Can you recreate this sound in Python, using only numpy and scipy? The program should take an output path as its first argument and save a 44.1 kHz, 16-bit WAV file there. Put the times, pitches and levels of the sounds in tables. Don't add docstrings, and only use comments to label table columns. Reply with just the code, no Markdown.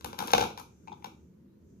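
import sys
import numpy as np
from scipy import signal
from scipy.fft import rfft, irfft, next_fast_len
from scipy.io import wavfile
from scipy.ndimage import uniform_filter1d

SR = 44100
rng = np.random.default_rng(int(sys.argv[2]) if len(sys.argv) > 2 else 0)


def waveform_to_disk(signal):
    frames = np.transpose(np.atleast_2d(signal))
    scaled = np.clip(frames, -1, 1) * 32767
    samples = np.round(scaled).astype(np.int16)
    wavfile.write(sys.argv[1], SR, samples)


def ratio_of_db(decibels):
    return 10 ** (np.asarray(decibels, float) / 20)


N = 79380

# (frequency [Hz], width [Hz], level [dB])
THUD_PEAKS = [(219, 140, 0), (497, 320, -2)]
CRACK_RIGHT_DB = -4
RING_OFFSET_DB = 9.5
FLEX_LAG_S, TEAR_DECAY_S = .0025, .0023


def unit(x):
    return x / np.sqrt(np.mean(x ** 2) + 1e-20)


def along(points, hz):
    point_hz, value = np.transpose(points)
    return np.interp(np.log(hz + 1), np.log(point_hz + 1), value)


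def curves(rows):
    time_s, *columns = np.transpose(rows)
    return [np.interp(np.arange(N) / SR, time_s, column) for column in columns]


def filtered(x, response):
    size = next_fast_len(x.shape[-1] + SR // 4)
    spectrum = rfft(x, size) * response(np.fft.rfftfreq(size, 1 / SR))
    return irfft(spectrum, size)[..., :x.shape[-1]]


def resonant(peaks):
    def response(f):
        total = 0
        for k, (centre_hz, width_hz, db) in enumerate(peaks):
            damping = 1j * f * width_hz
            total = total + (-1) ** k * ratio_of_db(db) * damping / (centre_hz ** 2 - f ** 2 + damping)
        return total
    return response


def causal(points):
    def response(f):
        cepstrum = irfft(np.log(ratio_of_db(along(points, f))))
        cepstrum[1:len(cepstrum) // 2] *= 2
        cepstrum[len(cepstrum) // 2 + 1:] = 0
        return np.exp(rfft(cepstrum))
    return response


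def stereo(pair, alike, colour=((0, 0),)):
    def response(f):
        angle = np.arccos(np.clip(along(alike, f), -1, 1)) / 2
        return ratio_of_db(along(colour, f)) * np.array([np.cos(angle), np.sin(angle)])
    mid, side = filtered(pair, response)
    return np.array([mid + side, mid - side])


def rush(colour, alike, patchy_db):
    z = signal.stft(rng.standard_normal((2, N)), nperseg=1024)[2]
    field = uniform_filter1d(rng.standard_normal(z.shape[1:]), size=4, axis=0)
    field = uniform_filter1d(field, size=4, axis=1)
    pair = signal.istft(z * ratio_of_db(patchy_db * unit(field)), nperseg=1024)[1][:, :N]
    return unit(stereo(pair, alike, colour))


def rumble():
    # (time [s], level [dB])
    rumble_level = [(0, -58.5), (.07, -43.5), (.17, -52), (.23, -44), (.3, -67), (.34, -41.5), (.42, -34.5),
                    (.51, -55), (.77, -58.5), (.9, -50.5), (1.0, -55), (1.1, -53.5), (1.4, -57),
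                    (1.65, -55.5), (1.8, -54.5)]
    # (frequency [Hz], relative density [dB per Hz])
    rumble_colour = [(15, -63.5), (25, -78.5), (43, -12), (52, -35), (72, -1), (118, -12), (184, -5.5),
                     (243, -9), (264, -15.5), (354, -12), (700, -36), (910, -80), (1540, -120)]
    # (frequency [Hz], left-right likeness [0..1])
    rumble_alike = [(60, 0.8), (130, 1), (290, 0.83), (640, .12)]
    return ratio_of_db(curves(rumble_level)[0]) * rush(rumble_colour, rumble_alike, patchy_db=1.5)


def hiss():
    # (frequency [Hz], relative density [dB per Hz])
    hiss_colour = [(400, -7), (700, -12), (900, -4.5), (3500, -18.5), (5000, -19), (6500, -25),
                   (8500, -26.5), (14800, -18), (15400, -30.5), (15800, -47.5)]
    level_db = -78
    return ratio_of_db(level_db) * rush(hiss_colour, [(1000, .02)], patchy_db=-0.1)


def sizzle():
    # (time [s], relative level [dB])
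    sizzle_level = [(0, -75), (.65, -78.5), (1.2, -84), (1.5, -100), (1.6, -94), (1.7, -84), (1.8, -88)]
    centre_hz, single_pass_width_hz, offset_db = 6400, 1700, 4
    narrow = resonant([(centre_hz, single_pass_width_hz, 0)])
    noise = filtered(rng.standard_normal((2, N)), lambda f: narrow(f) ** 2)
    return ratio_of_db(curves(sizzle_level)[0] + offset_db) * unit(noise)


def whistle():
    # (time [s], frequency [Hz], level [dB])
    whistle_glide = [(1.45, 3650, -110), (1.49, 3796, -85), (1.55, 4070, -88), (1.58, 4140, -110)]
    hz, level_db = curves(whistle_glide)
    breath = unit(uniform_filter1d(rng.standard_normal((2, N)), size=150, axis=1))
    return ratio_of_db(level_db) * breath * np.sin(2 * np.pi * np.cumsum(hz) / SR)


def room(x):
    # (frequency [Hz], 60 dB decay time [s])
    decay_times = [(100, 0.68), (250, 0.61), (450, 0.58), (800, 0.27), (2500, 0.34), (6000, 0.31),
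                   (14000, 0.2)]
    # (frequency [Hz], level [dB])
    tail_colour = [(100, 5), (400, -1.5), (900, -6), (1250, 5), (1800, -16.5), (2300, 4), (3300, -2.5),
                   (6300, -1.5), (14000, 0)]
    # (frequency [Hz], left-right likeness [0..1])
    tail_alike = [(60, 0.38), (150, 1), (300, 1), (600, 0.011)]
    dull_echoes = [(.00375, -9, -9), (.0105, -14, -12), (.0145, -7, -13)]
    tail_db, right_db = -4.5, -0.5
    gap_s, rise_s = 0.009, 0.002
    echo_dull_hz = 6100

    hz, t, z = signal.stft(rng.standard_normal((2, SR * 3 // 4)), SR, nperseg=256)
    tail = signal.istft(z * ratio_of_db(-60 * t / along(decay_times, hz)[:, None]), SR, nperseg=256)[1]
    tail = tail * (1 - np.exp(-np.arange(tail.shape[1]) / SR / rise_s))
    tail = filtered(ratio_of_db(tail_db) * tail / np.linalg.norm(tail[0]), causal(tail_colour))
    tail = stereo(tail, tail_alike) * ratio_of_db([[0], [right_db]])
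    tail = np.pad(tail, ((0, 0), (round(gap_s * SR), 0)))

    drive = unit(x[0])[None] * np.sqrt(np.mean(x ** 2))
    wet = signal.fftconvolve(drive, tail, axes=1)[:, :N]
    dull = filtered(x, lambda f: 1 / (1 + 1j * f / echo_dull_hz))
    for delay_s, echo_left_db, echo_right_db in dull_echoes:
        echo = np.pad(dull, ((0, 0), (round(delay_s * SR), 0)))[:, :N]
        wet += ratio_of_db([[echo_left_db], [echo_right_db]]) * echo
    return wet


def paper(ring, thud, crack, air):
    # (frequency [Hz], width [Hz], level [dB])
    wad_left = [(811, 350, 0), (1317.6, 560, 5), (1584, 280, 4.5)]
    wad_right = [(713, 200, -5), (1070, 1300, -10), (1310, 780, -7.5)]
    # (frequency [Hz], level [dB])
    crack_colour = [(1100, -2.5), (1500, 7), (1900, -7), (2300, 2), (3000, -2), (3700, 4.5), (4600, -6),
                    (6300, -3), (7300, -14.5), (9000, -24.5)]
    air_colour = [(2800, -11), (4500, -3.5), (6200, 1), (7200, -5.5), (8400, -11.5), (10000, -3),
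                  (12000, 0.5), (13500, -9), (15000, -3), (15500, -29), (16500, -25)]
    thud_left_db, thud_right_db, air_right_db = -3, 3, -8
    right_lag_s, soft_hz = .00044, 2200

    ring = filtered(ring, lambda f: 1 / (1 + 1j * f / soft_hz) ** 2)
    thud = filtered(thud, resonant(THUD_PEAKS))
    crack = filtered(crack, causal(crack_colour))
    air = filtered(air, causal(air_colour))
    left = filtered(ring, resonant(wad_left)) + ratio_of_db(thud_left_db) * thud + crack + air
    right = filtered(ring, resonant(wad_right)) + ratio_of_db(thud_right_db) * thud
    right = right + ratio_of_db(CRACK_RIGHT_DB) * crack + ratio_of_db(air_right_db) * air
    return np.array([left, filtered(right, lambda f: np.exp(-2j * np.pi * f * right_lag_s))])


def sliding():
    # (time [s], relative level [dB])
    slide_level = [(0, -66.5), (.04, -73.5), (.06, -51.5), (.17, -61), (.2, -40.5), (.32, -54),
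                   (.35, -43.5), (.375, -51.5), (.4, -39), (.48, -53.5), (.56, -80.5), (.59, -54),
                   (.7, -83), (1.04, -73), (1.07, -65), (1.25, -103)]
    grains_per_s, grain_spread_db = 2500, 4
    offset_db, ring_db, thud_db, crack_db = -0.5, 11.5, 15.5, 1.5
    level_db, = curves(slide_level)
    hit = rng.random(N) < grains_per_s / SR
    sizes = ratio_of_db(grain_spread_db * rng.standard_normal(N))
    grains = hit * sizes * rng.choice([-1, 1], N)
    active = np.arange(N) < slide_level[-1][0] * SR
    force = ratio_of_db(level_db + offset_db) * unit(grains) * active
    return paper(ratio_of_db(ring_db) * force, ratio_of_db(thud_db) * force, ratio_of_db(crack_db) * force, force)


def ticks():
    # (time [s], relative ring [dB], relative ping [dB], ping frequency [Hz])
    tick_events = [(0.8743, -46, -42, 2270), (.881, -41, -38, 2480), (.9182, -39, -45.5, 3480),
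                   (0.9264, -47, -40, 3570), (1.0243, -53.5, -48, 2270)]
    ring_hz, ring_spread_s = 875, .004
    ping_s, crack_db = .0013, -4
    force, ping = np.zeros((4, N + SR)), np.zeros(N + SR)
    t = np.arange(SR // 20) / SR
    rough = rng.standard_normal((len(tick_events), len(t)))
    for (start_s, ring_db, ping_db, ping_hz), noise in zip(tick_events, rough):
        start = round(start_s * SR)
        at = slice(start, start + len(t))
        flex = np.exp(-((t - FLEX_LAG_S) / ring_spread_s) ** 2)
        force[0, at] += ratio_of_db(ring_db + RING_OFFSET_DB) * flex * np.sin(2 * np.pi * ring_hz * t)
        force[2, at] += ratio_of_db(ping_db + crack_db) * np.exp(-t / TEAR_DECAY_S) * noise
        ping_swell = t / ping_s * np.exp(1 - t / ping_s * 2)
        ping[at] += ratio_of_db(ping_db) * ping_swell * np.sin(2 * np.pi * ping_hz * t)
    return paper(*force[:, :N]) + ratio_of_db([[0], [CRACK_RIGHT_DB]]) * ping[:N]


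def snaps():
    # (time [s], relative ring [dB], relative thud [dB], relative crack [dB], relative air [dB])
    snap_events = [(.0095, -58.5, -62, -47.5, -47.5), (.0452, -33, -40.5, -31.5, -25.5),
                   (.1295, -41, -40.5, -37.5, -48.5), (.1405, -44.5, -53.5, -57, -65.5),
                   (.182, -43.5, -54, -50, -56), (.1895, -35.5, -39.5, -26, -25.5),
                   (.203, -30.5, -62, -38, -46.5), (.2235, -31, -34.5, -38.5, -35),
                   (.2735, -39, -50, -43, -26), (.2805, -40, -38, -29, -47.5),
                   (.3052, -40, -43, -30, -46.5), (.3115, -51, -53.5, -43.5, -32),
                   (.3175, -51.5, -55, -42, -27), (.3343, -13, -17, -11, -19.5),
                   (.3797, -22, -22, -18, -25), (.4068, -27, -27, -24.5, -30.5),
                   (.4115, -32, -23.5, -21.5, -40), (.424, -23.5, -39.5, -29.5, -34),
                   (.438, -25.5, -42.5, -29.5, -40), (.5035, -43.5, -48.5, -43, -54),
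                   (.5755, -39, -66.5, -35.5, -39), (.584, -51, -59, -42.5, -41),
                   (.597, -40, -63, -52, -36), (1.0437, -34, -45.5, -34, -39.5),
                   (1.0675, -54, -47, -52, -52)]
    thud_offset_db, crack_offset_db, air_offset_db = 2.5, 6.5, 2.5
    push_spread_s, shove_spread_s, roughness = .0024, .003, .55
    flex_hz, sag_hz_per_db, sag_from_db = 900, 5, -40
    force = np.zeros((3, 4, N + SR))
    t = np.arange(SR // 20) / SR
    lag = t - FLEX_LAG_S
    rough = rng.standard_normal((len(snap_events), 3, len(t)))
    for k, (start_s, ring_db, thud_db, crack_db, air_db) in enumerate(snap_events):
        hz = flex_hz - sag_hz_per_db * (ring_db - sag_from_db)
        push = np.exp(-(lag / push_spread_s) ** 2) * (np.sin(2 * np.pi * hz * t) + roughness * rough[k, 0])
        shove = np.exp(-(lag / shove_spread_s) ** 2) * np.sin(2 * np.pi * THUD_PEAKS[1][0] * lag)

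        tear = np.exp(-t / TEAR_DECAY_S) * rough[k, 1:]
        tear[:, 0] = 1
        z = rfft(tear)
        power = abs(z) ** 2
        z = z / np.sqrt(uniform_filter1d(power, size=15) / np.mean(power))
        tear = irfft(z, len(t)) * (t < 6 * TEAR_DECAY_S)

        gains = ratio_of_db([[ring_db + RING_OFFSET_DB], [thud_db + thud_offset_db],
                     [crack_db + crack_offset_db], [air_db + air_offset_db]])
        force[k % 3, :, round(start_s * SR):][:, :len(t)] += gains * [push, shove, *tear]
    return [paper(*group[:, :N]) for group in force]


def scene():
    handling = snaps() + [ticks(), sliding()]
    in_room = sum(source + room(source) for source in handling)
    return in_room + rumble() + hiss() + sizzle() + whistle()


def low_pass(x):
    return signal.sosfilt(signal.butter(12, 16600, fs=SR, output="sos"), x)


def record(dry):
    low_hz, top_hz = 48, 16500
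    mix = filtered(dry, lambda f: (f < top_hz) * (1j * f / (low_hz + 1j * f)) ** 2)
    return low_pass(mix)


dry = scene()
out = record(dry)
waveform_to_disk(out)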